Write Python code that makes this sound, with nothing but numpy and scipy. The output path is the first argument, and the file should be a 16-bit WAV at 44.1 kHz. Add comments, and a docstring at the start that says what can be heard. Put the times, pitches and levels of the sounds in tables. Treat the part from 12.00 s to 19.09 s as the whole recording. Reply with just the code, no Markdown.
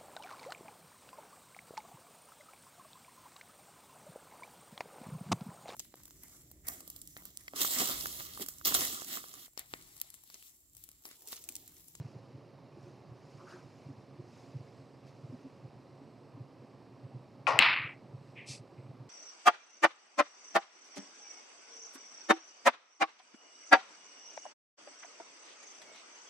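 """A snooker shot in a quiet club: the cue knocks the white, which cracks into another ball an eighth of a
second later. Both contacts are short decaying modes with discrete echoes and a diffuse noise tail. Before the
shot the player walks round the table: thuds, carpet scuffs and rustling clothes (shaped noise). Ventilation
runs throughout: coloured noise and wavering tones; low throbs come and go irregularly. Swishes and a bright
hiss, both band-shaped noise, follow the shot."""
import sys
import numpy as np
from scipy import signal
from scipy.fft import rfft, irfft, next_fast_len
from scipy.io import wavfile
from scipy.ndimage import uniform_filter1d, map_coordinates

SR = 44100
rng = np.random.default_rng(int(sys.argv[2]) if len(sys.argv) > 2 else 0)


def inscribe(sig):
    """Save sig as 16-bit PCM at rate SR to the path in sys.argv[1].

    A 1-D sig is mono; a 2-D sig holds one channel per row.
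    Samples are clipped to [-1, 1] before scaling.
    """
    pcm = np.round(np.clip(np.atleast_2d(sig).T, -1, 1) * 32767)
    wavfile.write(sys.argv[1], SR, pcm.astype(np.int16))


N = 312669

SUPPRESS_DB = 6.5  # greatest cut of the noise suppressor

# modes of the struck cue: (frequency [Hz], level [dB], t60 [s])
CUE_MODES = [(1096, -15, 0.15), (1389, -15.5, .13), (1920, -25, .5), (2370, -27.5, .2), (2500, -1, 0.011),
             (2820, -25.5, .15), (3620, -10, 0.0039)]


def from_db(db):
    """Decibels to amplitude gain."""
    return 10 ** (np.asarray(db) / 20)


def seconds():
    """Time of every sample."""
    return np.arange(N) / SR


def at_hz(points, hz):
    """Interpolate a table along log frequency."""
    point_hz, value = np.transpose(points)
    return np.interp(np.log(hz + 1e-3), np.log(point_hz), value)


def pan(left_right_db):
    """Gains of the two channels for a given level difference."""
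    return from_db(np.array([[left_right_db], [-left_right_db]]) / 2)


def noise(colour, side_db):
    """Coloured stereo noise, steep beyond the table's ends, narrower in the treble; mid rms 1."""
    wide_below_hz = 1300
    size = next_fast_len(N)
    hz = np.arange(size // 2 + 1) * SR / size + 0.00091
    low_end = 1 + (colour[0][0] / hz) ** 8
    high_end = 1 + (hz / colour[-1][0]) ** 16
    gain = from_db(at_hz(colour, hz)) / np.sqrt(low_end * high_end)
    white = rng.standard_normal((2, size))
    mid, side = irfft(rfft(white) * gain, size)[:, :N]
    side = signal.sosfilt(signal.butter(2, wide_below_hz, fs=SR, output="sos"), side)
    return (mid + from_db(side_db) * side * [[1], [-1]]) / mid.std()


def drift(knots_per_s):
    """Random knots joined by straight lines."""
    knots = rng.standard_normal(4096)
    return map_coordinates(knots, [seconds() * knots_per_s], order=1, mode="wrap")


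def by_chance(per_s, db, spread_db, hz, octaves):
    """Rows of (s, dB, Hz) at uneven intervals, scattered in level and pitch."""
    gap, loud, high = rng.uniform(-1, 1, (100, 3)).T
    top_s = np.cumsum(1 + gap / 2) / per_s
    rows = np.transpose([top_s, db + spread_db * loud, hz * 2 ** (octaves * high)])
    return rows[rows[:, 0] < N / SR]


def swells(rows, rise_s, fall_s):
    """Tones under two-sided Gaussian envelopes, from rows of (s, dB, Hz)."""
    out = np.zeros(N)
    for top_s, db, hz in rows:
        top = int(top_s * SR)
        span = np.arange(max(top - SR // 10, 0), min(top + SR // 10, N))
        age = span / SR - top_s
        swell = np.exp(-(age / np.where(age < 0, rise_s, fall_s)) ** 2)
        out[span] += from_db(db) * swell * np.cos(2 * np.pi * (hz * age + rng.random()))
    return out


def stroke(top_s, db, rise_s, fall_s):
    """Strength of a rub: Gaussian rise to its top, exponential fall."""
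    age = seconds() - top_s
    return from_db(db) * np.exp(-np.where(age < 0, (age / rise_s) ** 2, age / fall_s))


def rubbing(strengths, colour, grain_db, side_db):
    """Noise with uneven grain; overlapping strokes add in power."""
    strength = np.sqrt(sum(s ** 2 for s in strengths))
    grain = from_db(grain_db * drift(250))
    return strength * grain * noise(colour, side_db)


def ventilation(waver_db):
    """Dull moving air as coloured noise, plus wavering tones and a thin whine that creeps in."""
    # air noise: (frequency [Hz], density [dB per Hz])
    air_colour = [(40,-29.5), (85,-13), (128,3), (170,-5.5), (290,-5.5), (600,-10), (1150,-17), (1450,-26),
                  (2700,-28.5), (3400,-35.5), (4200,-31), (5500,-34.5), (6200,-42.5), (9000,-48),
                  (15000,-57)]
    # wavering tones: (frequency [Hz], level [dB])
    hum_tones = [(118, -65.5), (138, -63.5), (272, -66.5), (358, -70), (550, -69.5)]
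    air_db = -57.0
    whine_hz, whine_db, whine_fade_in_s = 8030, -91.5, 2.8
    t = seconds()
    out = from_db(air_db) * noise(air_colour, side_db=-14.5)
    for hz, db in hum_tones:
        level = from_db(db + waver_db * drift(8.5))
        out = out + level * np.sin(2 * np.pi * hz * t + 0.34 * drift(4.6))
    whine_level = from_db(whine_db + waver_db * drift(7.3)) * np.minimum(t / whine_fade_in_s, 1)
    out = out + whine_level * np.sin(2 * np.pi * whine_hz * t)
    return out * pan(-2.5)


def throbs():
    """Low swells at one pitch come and go unevenly: listed strong throbs, random weak ones."""
    # strong throbs: (time of top [s], level [dB])
    throb_rows = [(0.008, -32.5), (0.057, -36), (0.164, -39), (0.354, -40.5), (1.119, -39.5),
                  (1.868, -39.5), (1.91, -41), (1.982, -42), (2.202, -42.5), (2.563, -34.5), (2.609, -39),
                  (3.25, -40), (3.306, -40), (3.655, -41.5), (4.356, -40), (4.415, -36.5), (5.054, -38.5),
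                  (5.159, -39), (5.555, -39.5), (5.805, -41.5), (5.854, -40.5), (6.099, -42), (6.15, -37),
                  (6.505, -37.5), (6.605, -41), (6.795, -40), (6.904, -35.5), (7.019, -40.5)]
    throb_hz, rise_s, fall_s = 127.3, 0.014, 0.011
    strong = [(top_s, db, throb_hz) for top_s, db in throb_rows]
    weak = by_chance(per_s=3, db=-51, spread_db=2, hz=throb_hz, octaves=0)
    return swells([*strong, *weak], rise_s, fall_s) * pan(-1.0)


def clothes():
    """Cloth friction: broadband noise swelling with each movement, over a faint floor."""
    # movements: (time of top [s], level [dB], length [s])
    moves = [(0.057, -72, .2), (.86, -72.5, 0.13), (1.4, -71.5, 0.33), (1.516, -67, 0.08),
             (1.82, -74.5, 0.22), (2.412, -70, 0.23), (2.75, -77.5, .2), (3.079, -71, .04),
             (3.328, -75.5, .35), (6.319, -77, .2)]
    # cloth noise: (frequency [Hz], density [dB per Hz])
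    cloth_colour = [(1000, -2.5), (2500, 0), (3400, -7), (5000, -1), (7000, -10), (10000, -19.5),
                    (14000, -28.5)]
    rise_share, fall_share = 0.77, 1.4  # of a movement's length
    still_db = -83.5
    strengths = [stroke(top_s, db, rise_share * length_s, fall_share * length_s)
                 for top_s, db, length_s in moves]
    return rubbing(strengths + [from_db(still_db)], cloth_colour, grain_db=0.5, side_db=-31.5)


def scuff(top_s, db, length_s, centre_hz):
    """A sole brushes the carpet: noise in a band round its own pitch."""
    # band shape: (multiple of the centre [ratio], density [dB per Hz])
    band_shape = [(.5, -27), (.88, 0), (1.2, -3), (1.45, -23), (1.8, -50)]
    rise_share, fall_share = 0.8, 1.6  # of the scuff's length
    strength = stroke(top_s, db, rise_share * length_s, fall_share * length_s)
    colour = [(centre_hz * multiple, level_db) for multiple, level_db in band_shape]
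    return rubbing([strength], colour, grain_db=1.0, side_db=-19)


def footsteps():
    """Dull thuds, mostly feet on the carpeted floor, as brief low tones; soles scuff as noise."""
    # thuds: (time of top [s], level [dB], frequency [Hz])
    thud_rows = [(0.778, -48, 350), (0.864, -45, 355), (1.438, -46, 363), (1.545, -44, 366),
                 (1.895, -42.5, 275), (2.196, -46.5, 352), (3.335, -39, 250), (3.455, -38.5, 269),
                 (4.02, -47, 279.4), (4.378, -42, 275)]
    # carpet scuffs: (time of top [s], level [dB], length [s], centre [Hz])
    scuff_rows = [(1.404, -55.5, 0.026, 1130), (1.486, -56, 0.032, 1330), (1.528, -56, .022, 1400),
                  (1.568, -56, 0.035, 1140)]
    rise_s, fall_s = 0.011, 0.023
    weak = by_chance(per_s=2.5, db=-51.5, spread_db=2, hz=261, octaves=0.35)
    thuds = swells([*thud_rows, *weak], rise_s, fall_s) * pan(-0.8)
    return thuds + sum(scuff(*row) for row in scuff_rows)


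def swishes():
    """Narrow-band noise, quick to swell and slower to fade."""
    # swishes: (time of top [s], level [dB])
    swish_rows = [(6.38, -48), (6.785, -66.5)]
    # swish band: (frequency [Hz], density [dB per Hz])
    swish_colour = [(1300, -32), (1900, -2.5), (2400, 1), (2800, -5), (3500, -17.5), (4400, -30.5)]
    rise_s, fall_s = 0.018, 0.063
    strengths = [stroke(top_s, db, rise_s, fall_s) for top_s, db in swish_rows]
    return rubbing(strengths, swish_colour, grain_db=1.7, side_db=-25)


def hiss():
    """Bright noise with linear attack, short hold and Gaussian release."""
    # the hiss: (start [s], level [dB])
    start_and_level = (6.457, -46.5)
    # hiss noise: (frequency [Hz], density [dB per Hz])
    hiss_colour = [(1000, -49), (1700, -15), (2420, -2.5), (2690, -0.5), (2960, -11), (4490, 0),
                   (6380, -2.5), (6970, -9), (7890, -4), (10700, -17.5), (14000, -44)]
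    attack_s, hold_s, release_s = 0.04, 0.015, 0.056
    start_s, db = start_and_level
    age = seconds() - start_s
    attack = np.clip(age / attack_s, 0, 1)
    release = np.exp(-(np.maximum(age - attack_s - hold_s, 0) / release_s) ** 2)
    return rubbing([from_db(db) * attack * release], hiss_colour, grain_db=0.5, side_db=-35)


def ring(modes, start_s, contact_s):
    """Decaying sines that swell while the contact lasts."""
    age = np.arange(SR // 2) / SR
    sound = sum(from_db(db - 60 * age / t60) * np.sin(2 * np.pi * hz * age) for hz, db, t60 in modes)
    out, first = np.zeros(N), int(start_s * SR)
    out[first:first + len(age)] = sound * (1 - np.exp(-(age / contact_s) ** 2))
    return out


def delayed(x, lag_s):
    """The same sound, later."""
    return np.interp(seconds() - lag_s, seconds(), x, left=0)


def hall(start_s, colour, side_db, build_s, hold_s, end_s, grain_db):
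    """Diffuse echoes build up, hold briefly, then decay at a rate set by frequency."""
    # hall decay: (frequency [Hz], t60 [s])
    hall_t60 = [(250, 1), (700, 0.52), (1300, 0.6), (2200, 0.73), (3500, 0.48), (5000, 0.41), (6800, 0.18),
                (14000, .3)]
    wash = noise(colour, side_db)[:, :SR]
    hz, t, cells = signal.stft(wash, SR, nperseg=256)
    decay = from_db(-60 * np.maximum(t - hold_s, 0) / at_hz(hall_t60, hz)[:, None])
    tail = signal.istft(cells * decay, SR)[1][:, :SR]
    out, first = np.zeros((2, N)), int(start_s * SR)
    out[:, first:first + SR] = tail
    age = np.maximum(seconds() - start_s, 0)
    build = 1 - np.exp(-age / build_s)
    end = 1 / (1 + (age / end_s) ** 10)
    return out * build * end * from_db(grain_db * drift(500))


def blow(start_s, direct_db, modes, right_cut_db, echo_db, contact_s):
    """A contact heard direct, mostly at the left, then low-passed off the nearest surfaces."""
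    # first echoes off table, lamp and walls: (delay [s], level [dB], left minus right [dB])
    first_echoes = [(.0054, -10, 1.5), (.0078, -17, 9.5), (0.0098, -8, 6), (0.0181, -16.5, 0),
                    (0.0183, -10, -2), (0.0305, -13, -4.5), (.042, -15, -5.5), (0.0491, -21, -3),
                    (0.073, -17, -1)]
    click = from_db(direct_db) * ring(modes, start_s, contact_s)
    dull = signal.sosfilt(signal.butter(4, 4800, fs=SR, output="sos"), click)
    echoes = sum(from_db(db + echo_db) * pan(left_right_db) * delayed(dull, lag_s)
                 for lag_s, db, left_right_db in first_echoes)
    return click * from_db([[0], [-right_cut_db]]) + echoes


def balls():
    """Two hard balls meet: a very short crack that fills the hall; the table bed thuds faintly."""
    # ball on ball: (time [s], direct level [dB], hall level [dB])
    contact = (5.5902, 8.5, -19.5)
    # tones of the crack: (frequency [Hz], level [dB], t60 [s])
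    crack_tones = [(1300, -22, .008), (2160, -8.5, 0.0091), (2672, 0, .006), (3680, -10, .004),
                   (8070, -6.5, 0.0022), (12460, -26, 0.0012)]
    # modes of the table bed: (frequency [Hz], level [dB], t60 [s])
    bed_modes = [(189.2, -36.5, 0.12), (271, -34, 0.15), (335, -38, 0.13)]
    # crack in the hall: (frequency [Hz], density [dB per Hz])
    crack_colour = [(200,-16), (420,-26.5), (900,-5.5), (1130,-2.5), (1600,-5.5), (2100,1), (2700,0),
                    (3230,-7), (4200,-10), (5200,-20.5), (6000,-36.5), (8000,-40), (11000,-50),
                    (15000,-61.5)]
    glint_above_hz, glint_db = 6500, -9  # the glassy top also reaches the right side
    contact_s = 0.00028
    start_s, direct_db, hall_db = contact
    crack = blow(start_s, direct_db, crack_tones, right_cut_db=12.0, echo_db=-8.0, contact_s=contact_s)
    glint_modes = [mode for mode in crack_tones if mode[0] > glint_above_hz]
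    glint = from_db(direct_db + glint_db) * ring(glint_modes, start_s, contact_s)
    bed = ring(bed_modes, start_s, contact_s=0.0018)
    wash = hall(start_s, crack_colour, side_db=-15, build_s=0.013, hold_s=0.032, end_s=0.34, grain_db=2.0)
    return crack + glint * [[0], [1]] + bed + from_db(hall_db) * pan(0.4) * wash


def shaft(x, width_hz, lift_db):
    """Narrow resonances at the modes of the cue."""
    peaks = [signal.iirpeak(hz, hz / width_hz, SR) for hz, _, _ in CUE_MODES]
    return from_db(lift_db) * sum(signal.lfilter(b, a, x) for b, a in peaks)


def cue():
    """The leather tip knocks woodily on the white; the shaft's modes colour the hall tail."""
    # tip on the white: (time [s], direct level [dB], hall level [dB])
    contact = (5.4688, -7.5, -27.5)
    # knock in the hall: (frequency [Hz], density [dB per Hz])
    knock_colour = [(200,-30), (400,-11.5), (640,1.5), (1060,1), (1370,-6.5), (1600,-16.5), (1930,-7.5),
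                    (2150,-11.5), (2450,-12), (2900,-16), (3400,-22.5), (5170,-19.5), (8200,-34),
                    (10700,-46), (13000,-70)]
    start_s, direct_db, hall_db = contact
    knock = blow(start_s, direct_db, CUE_MODES, right_cut_db=18.5, echo_db=-9.5, contact_s=0.00046)
    wash = hall(start_s, knock_colour, side_db=-12, build_s=0.0044, hold_s=0.02, end_s=0.28, grain_db=2.0)
    wash = wash + shaft(wash, width_hz=24, lift_db=-1.5)
    return knock + from_db(hall_db) * pan(3.5) * wash


def scene():
    """The room, the player's movements, the shot, the swishes and the hiss."""
    # raised by the suppressor's greatest cut
    background = from_db(SUPPRESS_DB) * (ventilation(waver_db=2.5) + clothes())
    return background + throbs() + footsteps() + swishes() + hiss() + balls() + cue()


def suppress(x, open_db, knee_db):
    """Noise suppressor: each band opens only while well above its median level, so tails end early."""
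    cells = signal.stft(x, SR, nperseg=512, noverlap=384)[2]
    power = np.mean(np.abs(cells) ** 2, axis=0)
    power = uniform_filter1d(power, size=5, axis=0)
    power = uniform_filter1d(power, size=3, axis=1)
    level_db = 10 * np.log10(np.abs(power) + 1e-20)
    above_db = level_db - np.median(level_db, axis=1, keepdims=True)
    shut = 0.5 - 0.5 * np.tanh((above_db - open_db) / knee_db)  # 0 open, 1 shut
    held_down = cells * from_db(-SUPPRESS_DB * shut)
    return signal.istft(held_down, SR, nperseg=512, noverlap=384)[1][:, :N]


def record(dry):
    """Suppress steady background, clip overloads, cut the deep bass and the top."""
    cutoff_hz = 15750
    clipped = np.clip(suppress(dry, open_db=7.0, knee_db=5.0), -1, 1)
    lean = signal.sosfilt(signal.butter(2, 45, "high", fs=SR, output="sos"), clipped)
    return signal.sosfilt(signal.ellip(10, 0.1, 80, cutoff_hz, fs=SR, output="sos"), lean)


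dry = scene()
out = record(dry)
inscribe(out)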